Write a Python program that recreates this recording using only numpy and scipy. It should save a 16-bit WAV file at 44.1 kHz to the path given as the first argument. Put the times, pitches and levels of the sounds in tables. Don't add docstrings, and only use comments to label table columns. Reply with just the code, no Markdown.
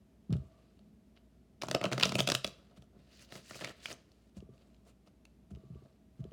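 import sys
import numpy as np
from scipy import signal
from scipy.fft import rfft, irfft, next_fast_len
from scipy.io import wavfile

SR = 44100
rng = np.random.default_rng(int(sys.argv[2]) if len(sys.argv) > 2 else 0)


def transcribe(signal):
    frames = np.atleast_2d(signal).T
    limited = np.clip(frames, -1, 1)
    pcm = np.round(limited * 32767).astype(np.int16)
    wavfile.write(sys.argv[1], SR, pcm)


N = 278976

# (time [s], flap peak [dB], flap pitch [Hz], treble [dB], knock force on pile [dB],
# broad crack over flap [dB], t60 of burst shape [flap cycles], flap t60 [flap cycles], rustle after it [dB])
SNAP_EVENTS = [(.305,-59.5,3540,-75,-52,2,33,9.8,12),(0.327,-38.5,3960,-33,-49,-5,88,5.3,-9),(.34,-65,3510,-67,-57,-10,52,11,6),(.354,-73,1500,-80,-46,-2,40,11,-8),(0.367,-56.5,3260,-47,-50,1,100,15,-9),
               (0.7917,-64,4360,-68,-62,4.5,110,13,0),(1.1654,-60,3260,-84,-72,-6,70,11,-3),(1.1732,-54.5,3020,-81,-73,-12,46,7.5,3),(1.6166,-36,3970,-54,-49,1,50,7.1,7),
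               (1.6204,-27.5,2420,-40,-40.5,-3,60,2.5,2),(1.6345,-32,1280,-32.5,-30,-4,29,6.1,2.5),(1.657,-49,3200,-50,-69,-3.5,60,11,1.5),(1.669,-44,7100,-56,-65.5,-12,90,11,6),
               (1.6842,-31,1310,-38.5,-35.5,-4,39,6.3,0.5),(1.6993,-43,4500,-44.5,-47,-5,52,11,7.5),(1.7124,-29,1970,-46,-27.5,6,43,15,-1.5),(1.728,-46,1570,-45,-60,1,52,11,10),
               (1.7456,-33,2830,-41.5,-32,-7.5,43,16,-6.5),(1.748,-19.5,2880,-30.5,-17.5,0,73,11,-1.5),(1.762,-41,3200,-57.5,-33,3,58,10,-2),(1.8131,-26.5,2500,-61,-27,-9,75,4.8,-0.5),
               (1.8288,-35,1340,-45,-38,-8,27,10,4),(1.8398,-24.5,2900,-32.5,-35,-6.5,100,13,0.5),(1.8436,-47,2280,-53.5,-21,-12.5,52,11,1),(1.8539,-23.5,2700,-38,-34,-5.5,52,8.8,-4.5),
               (1.8596,-26.5,1250,-65,-47.5,-13.5,49,5.1,-1),(1.871,-41,2820,-41,-60,-7,52,12,4.5),(1.9159,-33,1870,-40,-29.5,-2.5,52,14,3.5),(1.924,-23.5,2400,-37,-30,-6.5,57,6.8,1.5),
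               (1.9303,-29,1500,-41.5,-35,2.5,46,11,11.5),(1.9468,-50,4910,-40.5,-57,7,52,11,4.5),(1.979,-25.5,1910,-37.5,-28.5,-5,53,11,3),(1.984,-43,4600,-42,-48.5,0,60,11,2),(1.998,-31,2100,-34,-39.5,3.5,64,12,4),
               (2.0106,-24.5,2870,-37,-35.5,-8.5,61,11,9),(2.027,-25,2490,-32,-55,0,45,7.6,-1.5),(2.0282,-17,2650,-33,-41.5,-10.5,51,19,7.5),(2.0331,-8.5,3900,-31,-28.5,-10.5,67,12,9),
               (2.0347,-24,1330,-39.5,-47.5,-9,32,28,-3),(2.0491,-33,4594,-41.5,-41,2.5,34,11,-5),(2.0541,-19,6060,-25,-34.5,-2.5,44,17,5.5),(2.0562,-25,3240,-38.5,-26,-8,84,10,-0.5),
               (2.0703,-32,3680,-35.5,-57,-9.5,72,14,1.5),(2.093,-32.5,5130,-39.5,-41,3,140,11,11),(2.121,-27,1910,-40.5,-33.5,-2,51,13,4.5),(2.144,-38,5500,-40,-56,4.5,57,11,2.5),
               (2.154,-22,2590,-19.5,-24.5,-1,42,21,-2.5),(2.1855,-31,1420,-36,-36,3,28,8.8,10),(2.19,-20,2750,-38.5,-28,-4,145,5.8,0),
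               (2.191,-42,4800,-33.5,-38,-2,64,12,2),(2.1966,-25,3030,-27.5,-60,-10,110,14,6),(2.204,-16,3300,-15,-23.5,-9,68,24,-3.5),(2.243,-50,3260,-56,-61,-5,94,9.7,-1),(2.269,-41,6200,-45,-59.5,-3,80,11,11),
               (2.274,-21.5,2610,-30.5,-27.5,3.5,87,13,2),(2.288,-24,3300,-26,-24,-3,90,13,1),(2.3003,-22.5,1710,-24,-30,4,40,9,2.5),(2.3117,-33,5000,-47.5,-48,-7.5,52,11,2),
               (2.3188,-24,1600,-30.5,-28.5,6,48,6.3,5.5),(2.342,-28,6500,-23.5,-35,-8,100,14,-3),(2.35,-21.5,2800,-10.5,-33.5,5,68,5.7,-10.5),(2.4408,-48,4270,-54,-50,3,40,11,0.5),
               (2.445,-18,3300,-26,-26.5,-6.5,112,6.2,-5.5),(2.466,-36,5840,-34,-73,-3,160,9.8,1.5),(2.4755,-39,4500,-40,-41,4,88,11,5.5),(2.587,-64,2900,-76,-60,-14.5,42,11,-6),
               (2.711,-81,1506,-79.5,-58.5,16,41,9,6),(2.773,-61,3440,-55,-61,-4,68,13,-4.5),(2.8224,-54,3560,-54,-54.5,-7,75,8.5,3.5),(3.3229,-38,1834,-71.5,-43.5,1,28,7.7,-1.5),
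               (3.354,-46.5,1950,-61,-41,5.5,83,13,7),(3.4957,-50,1940,-58,-63,-6,82,15,1),(3.5085,-37.5,1460,-61,-42.5,-5.5,67,15,3),(3.533,-45,2350,-64,-74.5,-5.5,44,11,0),
               (3.5454,-41,2310,-58,-61.5,-5,83,11,0.5),(3.591,-47,1400,-64,-54.5,-7,32,11,2.5),(3.5553,-50,3000,-49,-44,2.5,52,11,4),(3.6095,-35,1890,-54,-41,-6.5,110,14,2.5),(3.6158,-42,1720,-64,-47,-4.5,59,8.9,4.5),
               (3.622,-42,1700,-61,-39,-3,31,8.8,4.5),(3.6386,-39,2640,-60,-43.5,-7,58,9.5,0.5),(3.6455,-29,2370,-53,-44,1.5,61,13,9.5),(3.6557,-38,3000,-44,-46.5,-16.5,46,9.6,0),
               (3.673,-37,2840,-65,-49,-14.5,52,13,6.5),(3.676,-39,1770,-62.5,-54,-7.5,53,6.5,0),(3.693,-44.5,4180,-56.5,-47.5,2,80,11,10.5),(3.7023,-44.5,1860,-63,-53,-15,52,12,0),
               (3.709,-46,1490,-64,-68,-13,40,14,2),(3.8568,-24,2830,-38,-67.5,-10.5,60,29,-1),(3.858,-34.5,2520,-56,-58,-9.5,60,16,-5),(3.8842,-48,1490,-66,-49,-8,42,10,9.5),(3.9025,-43,2240,-61,-45.5,-5,52,9.2,-0.5),
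               (3.909,-44,2370,-54,-47.5,2,36,9.6,2.5),(3.9119,-41,4380,-55.5,-47.5,-4,65,13,4.5),(3.9203,-49,4860,-55,-50,-5.5,52,11,11.5),(3.9278,-34,6260,-52.5,-56.5,-10.5,47,14,-2),
               (4.118,-58,4740,-61.5,-68,4.5,48,10.6,2),(4.37,-58.5,5890,-45,-61,-8,62,12.6,1.5),(4.4038,-57,2860,-70,-65.5,-3,64,11.4,-1),(4.579,-66.5,2664,-72,-75,2,56,11.7,0),
               (4.745,-60,2993,-75,-74,-5.5,80,8.3,0),(4.765,-67.5,3293,-82.5,-76,-3.5,80,7.9,0.5),(5.074,-61,2928,-67.5,-54.5,1,49,10,-2),(5.2527,-48,2670,-60.5,-68,-2,55,20,0),(5.508,-73,1506,-55,-55,2,52,12,2.5),
               (5.5497,-59.5,2970,-66.5,-66,-1.5,64,11.4,-3),(5.5585,-59.5,3107,-77.5,-69.5,-2,58,13.7,-0.5),(5.747,-63,3210,-75,-76,-9,52,10.2,1),(5.858,-71.5,1496,-78,-54,2,54,12.2,-0.5),
               (6.241,-54.5,3670,-63.5,-55,-6,54,10,1),(6.311,-59,3330,-82,-76.5,-13,57,13.5,-6)]
# (blow time [s], first knock [dB], second knock [dB],
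# buzz of lowest mode [dB], buzz of upper modes [dB], buzz hold [s])
HARD_BLOWS = [(0.293, -25, -47.5, -79.5, -80.5, 0.25), (4.365, -33.5, -39, -82.5, -84.5, 0.15),
              (5.511, -39, -41, -81, -84, 0.12), (5.696, -36.5, -43, -78.5, -80.5, 0.1),
              (6.192, -30, -35, -78.5, -81, 0.083)]


def from_db(db):
    return 10 ** (np.asarray(db) / 20)


def rms_one(x):
    return x / np.sqrt(np.mean(x ** 2) + 1e-20)


def bandpass(low_hz, high_hz):
    return signal.butter(1, [low_hz, high_hz], "band", fs=SR, output="sos")


def highpass(order, hz, x):
    return signal.sosfilt(signal.butter(order, hz, "high", fs=SR, output="sos"), x)


def colour(x, spectrum):
    size = next_fast_len(len(x))
    hz = np.maximum(np.arange(size // 2 + 1) * SR / size, 1)
    points = np.array(spectrum)
    weight_db = np.interp(np.log(hz), np.log(points[:, 0]), points[:, 1])
    return rms_one(irfft(rfft(x, size) * from_db(weight_db), size)[:len(x)])


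def ring(clicks, hz, t60_s):
    r = from_db(-60 / (max(t60_s, .001) * SR))
    w = 2 * np.pi * hz / SR
    return signal.lfilter([0, np.sin(w)], [1, -2 * r * np.cos(w), r * r], clicks + 1e-18)


def drift(rate_hz):
    r = np.exp(-2 * np.pi * rate_hz / SR)
    return rms_one(signal.lfilter([1], [1, -2 * r, r * r], rng.standard_normal(N + SR))[SR:])


def add(track, time_s, sound):
    i = round(time_s * SR)
    track[i:i + len(sound)] += sound[:N - i]


def push(contact_s):
    bell = np.hanning(max(round(contact_s * SR), 3) + 2)
    return bell / bell.sum()


def gains(rows, column):
    rows = np.array(rows)
    return from_db(np.interp(np.arange(N) / SR, rows[:, 0], rows[:, column], left=-200, right=-200))


def snaps(rows):
    # (frequency [Hz], relative density [dB])
    card_spectrum = [(410, -23), (700, -13), (770, -14.5), (1330, -4.5), (2050, -34), (2580, -4),
                     (3830, -4.5), (4150, -5), (4690, -2), (16600, -34), (18000, -39.5)]
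    # (frequency [Hz], level [dB], t60 [s])
    pile_modes = [(600, -3, 0.026), (634, -9, 0.04), (404, -8.5, 0.027), (1270, -9, 0.022),
                  (180.1, -15.5, 0.065)]
    # (time [s], force on deep modes [dB], force on upper modes [dB])
    card_weight = [(1.6, -47, -47.5), (1.7, -31, -38), (1.76, -47.5, -39.5), (1.82, -37, -38),
                   (1.86, -33.5, -31.5), (1.93, -29, -35.5), (2.0, -39.5, -39), (2.05, -36, -32),
                   (2.11, -30, -27), (2.16, -24.5, -27.5), (2.2, -25.5, -32.5), (2.24, -35.5, -42),
                   (2.28, -31, -33.5), (2.31, -36, -34.5), (2.35, -34, -38.5), (2.46, -45, -41),
                   (2.55, -58, -68)]
    tick_db, tick_low_hz, tick_high_hz = -7.5, 1800, 8000
    overtone_db, overtone_cycles = -11, 25
    t = np.arange(2048) / SR
    noise = rng.standard_normal((len(rows), 2, len(t)))
    ratios = rng.uniform(1.3, 2.0, len(rows))
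    card = colour(rng.standard_normal(N), card_spectrum)
    treble_band = bandpass(6500, 11000)
    tick = signal.sosfilt(bandpass(tick_low_hz, tick_high_hz), 1.0 * (t == 0))
    crack, knocks, pushes = np.zeros(N), np.zeros(N), np.zeros((2, N))
    for row, draw, ratio in zip(rows, noise, ratios):
        time_s, peak_db, hz, treble_db, knock_db, broad_db, burst_cycles, flap_cycles, _ = row
        shape = from_db(-60 * t / (burst_cycles / hz)) * (1 - np.exp(-(t / 0.00062) ** 2))
        burst = shape ** 2 * draw[0]
        add(burst, .0012, np.array([3.0]))
        flap = ring(ring(burst, hz, flap_cycles / hz), hz, 2.0 / hz)
        overtone = ring(burst, min(hz * ratio, 7600), overtone_cycles / (hz * ratio))
        i = min(round(time_s * SR), N - len(t))
        broad = shape ** 2.0 * card[i:i + len(t)]
        mix = flap / np.abs(flap).max()
        mix += from_db(broad_db) * broad / np.abs(broad).max()
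        mix += from_db(overtone_db) * overtone / np.abs(overtone).max()
        treble_shape = shape ** 4.6 * (1 - np.exp(-t / 0.00027))
        treble = from_db(treble_db) * treble_shape * signal.sosfilt(treble_band, draw[1])
        add(crack, time_s - .0006, from_db(peak_db) * mix + treble)
        tick_gain = from_db(peak_db + broad_db + tick_db) * np.sign(draw[1, 0])
        add(crack, time_s + .0005, tick_gain * tick / tick.max())
        add(knocks, time_s + .001, from_db(knock_db) * push(.0005))

    weight_s, *weights_db = np.transpose(card_weight)
    for time_s, _, _, _, knock_db, *_ in rows:
        riffling = weight_s[0] < time_s < weight_s[-1]
        for track, weight_db in zip(pushes, weights_db):
            push_db = np.interp(time_s, weight_s, weight_db) if riffling else knock_db - 3.0
            add(track, time_s + 0.0024, from_db(push_db) * push(0.0012))
    pile = sum(from_db(level_db) * ring(knocks, hz, t60_s) for hz, level_db, t60_s in pile_modes)
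    return crack + highpass(2, 120, pile), pushes


def table(pushes):
    # (time [s], force [dB], then share over it of
    # sway [dB], boom [dB], body [dB], thud [dB], knock [dB])
    thumps = [(0.293, -29.5, -32, -16, -3, 8.5, -11), (0.303, -25.5, -30, 6.5, 2, -19, -25),
              (0.3213, -11.5, -9.5, -7, -3.5, -10.5, -17.5), (0.345, -32, 6, -2, -15, -19, -20),
              (0.352, -31.5, -23, 4, -25, -0.5, -7), (0.382, -36.5, 8, -36, -12, -2, -18),
              (0.432, -34, -5.5, -10, -9.5, -7, -14), (2.775, -39.5, -6, -5, -18, -0.5, -27),
              (2.963, -28, -38, -21, -18.5, -21, -18), (4.366, -29, -6.5, -10.5, -12.5, -1.5, -20.5),
              (5.51, -30, -5.5, -17, -13, -2, -18.5), (5.52, -33.5, -3.5, -3.5, -18, -5.5, -16),
              (5.537, -36, 1, -5.5, -6.5, -27.5, -15), (5.7005, -29.5, -12, -3.5, -3, -24.5, -20.5),
              (5.738, -37, 1.5, -12, -18, -9, -17), (5.856, -50, -25.5, -12, -15.5, -9.5, -20),
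              (6.191, -30.5, -16.5, -0.5, -6, -15.5, -15.5), (6.2, -32.5, -2, -4.5, 5, -5, -17)]
    # (frequency [Hz], t60 [s], share of a card's push [dB])
    top_modes = [(69.5, 0.088, -32), (131.4, 0.17, -5.5), (157.8, 0.12, -6.5), (188, 0.078, -0.5),
                 (389, 0.037, -18)]
    # (delay [s], sway [dB], boom [dB], body [dB], thud [dB], knock [dB])
    rebounds = [(0.058, -9, -14.5, -8.5, -6, -4), (0.124, -39, -2.5, -8, -5, -2)]
    deep_under_hz, longest_contact_s = 145, 0.0056
    blows = list(thumps)
    for time_s, *knocks_db, _, _, _ in HARD_BLOWS:
        for knock_db, (delay_s, *share_db) in zip(knocks_db, rebounds):
            blows.append((time_s + delay_s, knock_db, *share_db))
    out = np.zeros(N)
    for k, (hz, t60_s, card_db) in enumerate(top_modes):
        force = pushes[int(hz > deep_under_hz)] * from_db(card_db)
        for time_s, force_db, *share_db in blows:
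            add(force, time_s, from_db(force_db + share_db[k]) * push(min(longest_contact_s, 0.68 / hz)))
        out += highpass(3, hz, ring(force, hz, t60_s))
    return out


def rustle(rows, column, under_db, t60_s):
    lead_s, rise_s = .006, .008
    kicks = np.zeros(N)
    for row in rows:
        power_gain = from_db(2 * (row[column] + row[-1] + under_db))
        add(kicks, row[0] - lead_s, power_gain * push(rise_s))
    return signal.lfilter([1], [1, -from_db(-120 / (t60_s * SR))], kicks)


def brushing(column):
    # (middle [s], length [s], scrape [dB], hiss [dB])
    brush_events = [(0.336, 0.014, -58, -89), (0.45, 0.14, -95, -90), (0.577, 0.45, -81.5, -89.5),
                    (1.171, 0.023, -71.5, -92), (2.58, 0.35, -75.5, -86.5), (2.774, 0.022, -66.5, -73.5),
                    (4.374, 0.034, -70.5, -73), (4.55, 0.043, -78, -84.5), (4.618, 0.041, -76.5, -89),
                    (4.67, 0.22, -82.5, -88), (4.887, 0.049, -70.5, -72.5), (5.076, 0.025, -73, -78),
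                    (5.513, 0.016, -75, -79), (5.596, 0.14, -88, -95), (5.81, 0.32, -82.5, -89.5),
                    (6.201, 0.04, -76.5, -84), (6.298, 0.17, -84.5, -94.5)]
    t = np.arange(N) / SR
    return sum(from_db(2 * row[column]) * np.exp(-(2 * (t - row[0]) / row[1]) ** 2 * 1.7)
               for row in brush_events)


def patchy(x, flickers):
    size = next_fast_len(N)
    hz = np.arange(1, size // 2 + 2) * SR / size
    place = np.clip(2 * np.log2(hz / 700), 0, len(flickers) - 1)
    spectrum = rfft(x, size)
    out = 0
    for k, gain in enumerate(flickers):
        out = out + gain * irfft(spectrum * np.maximum(1 - np.abs(place - k), 0), size)[:N]
    return rms_one(out)


def slides(rows):
    # (frequency [Hz], relative density [dB])
    scrape_spectrum = [(760, -24), (1300, -7), (1750, -1.5), (2300, -2.5), (2800, 1.5), (3300, -2),
                       (3900, -1), (4800, -2.5), (6200, -16.5), (8060, -37.5), (13600, -120)]
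    hiss_spectrum = [(3410, -32.5), (5800, -6), (7350, -6.5), (10000, -11.5), (13000, -20), (16500, -22.5),
                     (17500, -21), (18000, -34)]
    rub_spectrum = [(150, -39), (250, 2.5), (295, 1), (686, 6.5), (782, -9), (1320, -2.5), (2000, -21.5),
                    (2600, -44), (4400, -120)]
    rasp_spectrum = [(2900, -39.5), (3900, -6), (4700, -3), (5500, -7.5), (7000, -12.5), (8400, -25)]
    # (time [s], scrape [dB], hiss [dB], rasp [dB])
    push_strokes = [(2.93, -90.5, -105, -99), (3.0, -77.5, -87, -95), (3.06, -79.5, -91, -86),
                    (3.1, -72, -78.5, -83), (3.16, -67.5, -76, -66.5), (3.2, -67, -74, -69.5),
                    (3.225, -64.5, -67.5, -65), (3.25, -68, -74, -63.5), (3.27, -76.5, -88, -80.5),
                    (3.31, -67.5, -73, -72.5), (3.34, -59.5, -62, -59.5), (3.375, -61, -61, -60.5),
                    (3.42, -68, -72.5, -79), (3.46, -64.5, -69, -68.5), (3.5, -62, -58.5, -59.5),
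                    (3.53, -60, -64, -63.5), (3.575, -59.5, -58.5, -58.5), (3.61, -57, -63, -66),
                    (3.69, -55, -63.5, -68.5), (3.715, -61, -70, -73.5), (3.74, -73, -84, -84),
                    (3.81, -63.5, -73, -80), (3.85, -56, -59, -58), (3.88, -60.5, -66, -57),
                    (3.915, -49, -55, -62), (3.935, -65.5, -61, -73), (3.96, -77, -85, -85),
                    (4.05, -82.5, -92, -91), (4.3, -85, -87, -94)]
    # (time [s], level [dB])
    cloth_rub = [(2.93, -71.5), (3.1, -78), (3.23, -72), (3.28, -74), (3.33, -63), (3.365, -55),
                 (3.39, -68), (3.42, -74), (3.49, -78), (3.52, -69), (3.56, -62), (3.595, -78), (3.62, -60),
                 (3.69, -51.5), (3.72, -67), (3.82, -75), (3.87, -61), (3.89, -62), (3.925, -48),
                 (3.945, -67), (4.0, -77), (4.3, -89)]
    # (level over the snap's peak, treble, knock respectively [dB], t60 [s])
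    settling = [(-26.5, 0.093), (-24, 0.12), (-16, 0.18)]
    brush_rub_db = 4
    slip_spread_db, crackle_per_s, crackle_db = 2.5, 500, 12
    patch_db, patch_rate_hz = 1.8, 40
    pushing = [gains(push_strokes, column=k) ** 2 for k in (1, 2)]
    pushing.append(gains(cloth_rub, column=1) ** 2)
    brushes = [brushing(column=k) for k in (2, 3)]
    brushes.append(brushes[0] * from_db(2 * brush_rub_db))
    shared = drift(150)
    sizes = np.minimum(rng.exponential(1, N), 5)
    flickers = [from_db(patch_db * drift(patch_rate_hz)) for _ in range(9)]
    catches_db = crackle_db * (rng.random(N) < crackle_per_s / SR)
    out = 0
    for k, spectrum in enumerate([scrape_spectrum, hiss_spectrum, rub_spectrum]):
        strength_db = 1.6 * shared + 0.73 * drift(43) + slip_spread_db * sizes + catches_db
        slips = rng.standard_normal(N) * from_db(strength_db)
        snap_column = (1, 3, 4)[k]
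        power = pushing[k] + brushes[k] + rustle(rows, snap_column, *settling[k])
        out = out + np.sqrt(power) * patchy(colour(slips, spectrum), flickers)
    rasp = patchy(colour(slips[::-1], rasp_spectrum), flickers)
    return out + gains(push_strokes, column=3) * rasp


def glass():
    # (frequency [Hz], level over the buzz [dB], t60 [s], flutter [dB])
    glass_modes = [(645.6, 7, 0.21, 2.5), (1156, 1, 0.084, 1.5), (1220, -8, 0.03, 5.5)]
    rise_s, fall_db_per_s = 0.043, 133
    t, power = np.arange(N) / SR, 0
    for time_s, _, _, low_db, high_db, hold_s in HARD_BLOWS:
        fading_db = fall_db_per_s * np.maximum(t - time_s - rise_s - hold_s, 0)
        rise = np.clip((t - time_s) / rise_s, 0, 1)
        power = power + (rise * from_db(np.array([[low_db], [high_db]]) - fading_db)) ** 2
    out = 0
    for k, (hz, level_db, t60_s, flutter_db) in enumerate(glass_modes):
        gain = np.sqrt(power[min(k, 1)]) * from_db(level_db + flutter_db * drift(13))
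        out = out + gain * rms_one(ring(rng.standard_normal(N), hz, t60_s))
    return out


def room(x):
    t60_s, wall_cut_hz = 0.36, 7200
    t = np.arange(SR // 2) / SR
    tail = rng.standard_normal(len(t)) * from_db(-60 * t / t60_s) * np.clip((t - .003) / 0.0024, 0, 1)
    tail = signal.sosfilt(bandpass(400, wall_cut_hz), tail)
    return signal.fftconvolve(x, tail / np.sqrt(np.sum(tail ** 2)))[:N]


def air():
    # (frequency [Hz], relative density [dB])
    air_spectrum = [(15, -68), (25, -36), (48, -10), (86, -11), (138, -19), (203, -6.5), (332, -18.5),
                    (403, -16), (577, -35.5), (662, -27), (896, -33), (1350, -35), (3010, -37.5),
                    (13300, -47), (18000, -59)]
    # (frequency [Hz], nominal width [Hz], level [dB])
    hum_bands = [(187, 270, -68), (637, 32, -81.5)]
    # (time [s], level [dB])
    drone_level = [(0, -67.5), (.7, -79.5), (.8, -62), (1.1, -71.5), (1.25, -75), (1.36, -72), (1.6, -67),
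                   (2.6, -71.5), (4, -80.5), (4.7, -70.5), (5.2, -78), (5.45, -67), (6.33, -79)]
    air_db, mains_hz, mains_db = -69, 59.6, -67
    drone_hz, drone_width_hz = 213, 17
    hum = sum(from_db(level_db) * rms_one(ring(rng.standard_normal(N), hz, 2.5 / width_hz))
              for hz, width_hz, level_db in hum_bands)
    drone = rms_one(ring(rng.standard_normal(N), drone_hz, 1.9 / drone_width_hz))
    drone = gains(drone_level, column=1) * drone
    mains = from_db(mains_db + .8 * drift(4.4)) * np.sin(2 * np.pi * mains_hz * np.arange(N) / SR)
    tone = from_db(air_db + 0.27 * drift(8)) * colour(rng.standard_normal(N), air_spectrum)
    return tone + hum + mains + drone


def scene():
    room_db = -17.5
    cracks, pushes = snaps(SNAP_EVENTS)
    near = cracks + slides(SNAP_EVENTS) + table(pushes)
    return (near + glass() + from_db(room_db) * room(near) + air())[None]


def record(dry):
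    low_cut = highpass(6, 50, dry)
    return signal.sosfilt(signal.cheby2(12, 70, 18400, fs=SR, output="sos"), low_cut)


dry = scene()
out = record(dry)
transcribe(out)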